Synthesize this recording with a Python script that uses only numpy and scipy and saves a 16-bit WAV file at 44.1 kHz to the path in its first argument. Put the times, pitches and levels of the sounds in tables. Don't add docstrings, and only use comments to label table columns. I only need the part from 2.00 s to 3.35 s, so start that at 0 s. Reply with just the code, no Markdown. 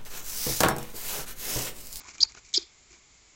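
import sys
import numpy as np
from scipy import signal
from scipy.fft import rfft, irfft
from scipy.io import wavfile

SR = 44100
rng = np.random.default_rng(int(sys.argv[2]) if len(sys.argv) > 2 else 0)


def wav_record(signal):
    frames = np.transpose(np.atleast_2d(signal))
    bounded = np.clip(frames, -1, 1)
    quanta = np.round(bounded * 32767).astype(np.int16)
    wavfile.write(sys.argv[1], SR, quanta)


N = 59535
T = np.arange(N) / SR

# (time [s], level [dB], average flutter [Hz],
# whistle pitch [Hz], roughness [0-1], overtone level [dB], overtone pitch [Hz])
FIRST_SQUEAK = [(.2035, -12, 480, 4040, 0.34, -7, 7050), (.2055, -18.5, 520, 4100, 0.2, -11, 7080),
                (.213, -16.5, 468, 4743, 0.27, -12, 6650), (.2195, -13, 429, 4796, 0, -20, 7180),
                (.2232, -26, 440, 4810, 0.2, -5.5, 6350), (.227, -17, 500, 5030, 0, -6.5, 6290),
                (.2305, -4, 707, 4790, 0, -14, 6120), (.2355, -6, 716, 4660, 0.03, -24, 6350),
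                (.2385, -32.5, 520, 4680, 0.16, 1.5, 6660)]
SECOND_SQUEAK = [(.538, -11, 386, 4200, 0.66, -5.5, 7060), (.541, -20, 370, 3435, 0.49, -0.5, 6870),
                 (.547, -15, 370, 3672, 0.83, -2.5, 6826), (.552, -15.5, 368, 4206, 0.78, -14.5, 6960),
                 (.558, -22, 371, 5164, 0.59, -5, 7030), (.563, -13, 388, 5095, 0.13, -23.5, 7030),
                 (.570, -18.5, 405, 4850, 0.23, -10.5, 6790), (.5772, -7.5, 545, 4753, 0.041, -20, 6450),
                 (.5815, -23, 446, 4306, 0.25, -10, 6550)]
# (frequency [Hz], relative level [dB])
RASP_SPECTRUM = [(500, -37), (1700, -29), (2300, -2.5), (2750, -10), (3020, -10.5), (3200, -1.5),
                 (4400, -7.5), (5400, -8.5), (6000, -22.5), (6600, -12), (7700, -13), (9000, -25)]
# (pitch [Hz], relative level [dB], time to fall 60 dB [s])
STAMP_MODES = [(371.4, 0, 0.032), (344.8, -24.5, 0.16), (851, -29, 0.053)]
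# (start [s], length [s], crisp level [dB], dull level [dB])
SCUFF_STROKES = [(0, 0.025, -46, -51), (0.026, 0.065, -53.5, -56.5), (0.071, 0.057, -47, -55),
                 (0.129, 0.041, -47.5, -58.5), (0.173, 0.04, -54.5, -57.5), (0.214, 0.043, -41.5, -53.5),
                 (0.281, 0.047, -57, -61.5), (0.3444, .01, -51, -51.5), (0.355, 0.044, -49, -54),
                 (0.434, 0.08, -55.5, -72), (0.557, 0.054, -44, -55), (0.607, 0.03, -50, -65.5),
                 (0.891, .1, -59, -66), (0.905, 0.052, -58.5, -85)]
# (frequency [Hz], relative level [dB])
CRISP_SPECTRUM = [(300, -32), (1500, -24.5), (2300, 6), (3100, -13), (5200, 0), (7000, 3.5), (8000, -7)]
# (frequency [Hz], relative level [dB])
DULL_SPECTRUM = [(30, -13.5), (60, 6.5), (150, -5), (350, -0.5), (550, -9.5), (950, -0.5), (1500, 1),
                 (2400, -9), (4000, -9.5), (8000, -35.5)]
# (time [s], level before halving [dB])
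STALK_SNAPS = [(0.0132, -54), (0.0717, -39), (0.0918, -32), (0.141, -46), (0.152, -47.5), (.182, -28),
               (.2965, -37.5), (0.321, -33), (0.3495, -35), (0.462, -40), (0.474, -43), (0.4884, -38),
               (0.5307, -32.5)]
# (time [s], pitch [Hz], starting level [dB], time to fall 60 dB [s])
WOOD_KNOCKS = [(.049, 1010, -45, 0.071), (0.1834, 2390, -42.5, .06), (.194, 330, -50.5, 0.11),
               (.228, 677, -38.5, 0.019), (.239, 897, -42, .06), (0.348, 1290, -44.5, .03),
               (0.371, 1442, -43.5, 0.037), (.905, 360, -55.5, 0.093), (.936, 347.4, -55, 0.12)]
# (time [s], level at the top of the swell [dB])
FOOTFALL_THUDS = [(0.133, -61.5), (0.204, -49.5), (0.246, -52), (0.316, -57), (0.374, -56.5),
                  (0.436, -56.5), (.58, -57), (0.908, -58.5)]
# (pitch [Hz], time to fall 60 dB [s], level at resonance [dB])
OBJECT_RINGS = [(3035, .12, -7), (3530, .25, 2), (4372, .15, 0), (4870, .15, -22), (6772, .12, 0.5)]
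# (delay [s], time to fall 60 dB [s], level [dB])
NEAR_REFLECTION = (.002, .05, -19.5)
# (delay [s], time to fall 60 dB [s], level [dB])
FAR_REFLECTION = (.036, 0.24, -25.5)
# (frequency [Hz], relative level [dB])
FAR_SPECTRUM = [(100, 0), (2500, 3.5), (3600, 6), (4750, -4.5), (5600, -1), (8000, -8)]
# (frequency [Hz], relative level [dB])
HISS_SPECTRUM = [(25, -3), (58, 0), (85, -5.5), (230, -12.5), (400, -12), (520, -17.5), (800, -14.5),
                 (1400, -16), (1850, -16.5), (2150, -8), (2450, -12), (2900, -16), (4800, -13), (6200, -13),
                 (7200, -6), (7800, -14.5), (9000, -55.5)]

BURST_S, EDGE_S = 0.00036, 0.0019
JITTER = 0.089
LEAK, ROUGH_LEAK = 0.022, 0.29
WAVER_HZ, OVERTONE_WAVER_HZ = 100.6, 204
RASP_DB = -1.5
THROAT_HZ, THROAT_LEAK_DB = 2997, -11.5
STAMP_S, STAMP_DB, STAMP_RISE_S = .5755, -19.5, 0.0069
BLADES_PER_S, BLADE_SPREAD_DB = 5000, 2.5
SCUFF_UNEVEN_DB, SCUFF_UNEVEN_HZ = 2, 120
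TICK_DECAY_S = 0.0017
KNOCK_RISE_S = 0.0038
THUD_HZ, THUD_SWELL_S, THUD_OVERTONE_DB = 52, 0.011, -8
FIRST_ECHO_DB, SECOND_ECHO_DB = -6.5, 1
TAPS_PER_S = 3000
HISS_DB = -58.5
CUT_HZ = 7900


def amp(db):
    return 10 ** (np.asarray(db) / 20)


def unit(x):
    return x / np.sqrt(np.mean(x ** 2) + 1e-20)


def colour(x, points):
    hz, db = np.transpose(points)
    log_frequency = np.log(np.fft.rfftfreq(N, 1 / SR) + 1)
    gain = amp(np.interp(log_frequency, np.log(hz), db))
    return unit(irfft(rfft(x) * gain, N))


def wander(width_hz):
    smoothing = np.exp(-(np.fft.rfftfreq(N, 1 / SR) / width_hz) ** 2)
    return unit(irfft(rfft(rng.standard_normal(N)) * smoothing, N))


def sine(hz):
    return np.sin(2 * np.pi * np.cumsum(hz) / SR)


def squeak(curve):
    times, *columns = np.transpose(curve)
    level_db, flutter, whistle_hz, rough, overtone_db, overtone_hz = (
        np.interp(T, times, column) for column in columns)
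    rough = np.clip(rough, 0, 1)
    fade_in = np.clip((T - times[0]) / EDGE_S, 0, 1)
    fade_out = np.clip(1 + (times[-1] - T) / EDGE_S, 0, 1)

    uneven_flutter = flutter * (1 + JITTER * wander(300))
    turns = np.cumsum(uneven_flutter * (T > times[0])) / SR
    burst = sum(np.exp(-.5 * ((turns % 1 - k) / flutter / BURST_S) ** 2) for k in range(2))
    leak = np.clip(LEAK + ROUGH_LEAK * rough, 0, 1)
    opening = leak + (1 - leak) * burst

    waver = .5 + 2 * rough
    tone = sine(whistle_hz + WAVER_HZ * waver * wander(500))
    overtone = amp(overtone_db) * sine(overtone_hz + OVERTONE_WAVER_HZ * waver * wander(500))
    rasp = amp(RASP_DB) * rough * colour(rng.standard_normal(N), RASP_SPECTRUM)
    voice = opening * np.sqrt(1 - rough ** 2) * tone + burst * overtone + np.sqrt(opening) * rasp
    return fade_in * fade_out * amp(level_db) * voice


def throat(x):
    high_pass = signal.butter(10, THROAT_HZ, "highpass", fs=SR, output="sos")
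    low_pass = signal.butter(10, THROAT_HZ, fs=SR, output="sos")
    return signal.sosfilt(high_pass, x) + amp(THROAT_LEAK_DB) * signal.sosfilt(low_pass, x)


def knock(start, hz, db, t60, rise_s):
    t = np.maximum(T - start, 0)
    rise = np.sin(np.pi / 2 * np.minimum(t / rise_s, 1)) ** 2
    return rise * amp(db - 60 * t / t60) * np.sin(2 * np.pi * hz * t)


def stamp():
    return sum(knock(STAMP_S, hz, STAMP_DB + db, t60, STAMP_RISE_S) for hz, db, t60 in STAMP_MODES)


def blades():
    size = amp(BLADE_SPREAD_DB * np.minimum(rng.exponential(1, N), 4))
    struck = rng.random(N) < BLADES_PER_S / SR
    return rng.standard_normal(N) * size * struck


def scuffs():
    crisp, dull = (colour(blades(), points) * amp(SCUFF_UNEVEN_DB * wander(SCUFF_UNEVEN_HZ))
                   for points in (CRISP_SPECTRUM, DULL_SPECTRUM))
    out = np.zeros(N)
    for start, length, crisp_db, dull_db in SCUFF_STROKES:
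        progress = np.clip((T - start) / length, 0, 1)
        arch = np.sqrt(abs(np.sin(np.pi * progress)))
        out += arch * (amp(crisp_db) * crisp + amp(dull_db) * dull)
    return out


def ticks():
    level = sum(amp(db) * (T >= start) * np.exp(-abs(T - start) / TICK_DECAY_S)
                for start, db in STALK_SNAPS)
    return .5 * level * colour(rng.standard_normal(N), CRISP_SPECTRUM)


def wood_knocks():
    return sum(knock(*row, KNOCK_RISE_S) for row in WOOD_KNOCKS)


def footfalls():
    out = np.zeros(N)
    for start, db in FOOTFALL_THUDS:
        t = np.maximum(T - start, 0)
        hz = THUD_HZ * rng.uniform(0.73, 1.2)
        overtone = amp(THUD_OVERTONE_DB) * np.sin(2 * np.pi * 2.5 * hz * t)
        wave = np.sin(2 * np.pi * hz * t) + overtone
        swell = t / THUD_SWELL_S * np.exp(1 - t / THUD_SWELL_S)
        out += amp(db) * swell * wave
    return out


def ring(x):
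    response = np.zeros(N)
    for hz, t60, db in OBJECT_RINGS:
        level_at_resonance = 2 * np.log(1000) / (t60 * SR)
        response += amp(db - 60 * T / t60) * np.cos(2 * np.pi * hz * T) * level_at_resonance
    return signal.fftconvolve(x, response)[:N]


def reflect(x, delay, t60, db):
    signs = rng.choice([-1., 1.], N)
    present = (rng.random(N) < TAPS_PER_S / SR) * (T > delay)
    taps = signs * present * amp(-60 * T / t60)
    taps = taps / (np.linalg.norm(taps) + 1e-20)
    return amp(db) * signal.fftconvolve(x, taps)[:N]


def far_echo(first, second, paws):
    aimed = amp(FIRST_ECHO_DB) * first + amp(SECOND_ECHO_DB) * second + paws
    echo = reflect(aimed, *FAR_REFLECTION)
    return np.std(echo) * colour(echo, FAR_SPECTRUM)


def hiss():
    return amp(HISS_DB) * colour(rng.standard_normal(N), HISS_SPECTRUM)


def scene():
    first = throat(squeak(FIRST_SQUEAK))
    second = throat(squeak(SECOND_SQUEAK))
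    paws = stamp() + scuffs() + ticks() + wood_knocks() + footfalls()
    animals = first + second + paws
    surroundings = ring(animals) + reflect(animals, *NEAR_REFLECTION) + far_echo(first, second, paws)
    return (animals + surroundings + hiss())[None]


def record(dry):
    low_pass = signal.firwin(181, CUT_HZ, window=("kaiser", 7), fs=SR)
    return signal.oaconvolve(dry, low_pass[None], "same")


dry = scene()
out = record(dry)
wav_record(out)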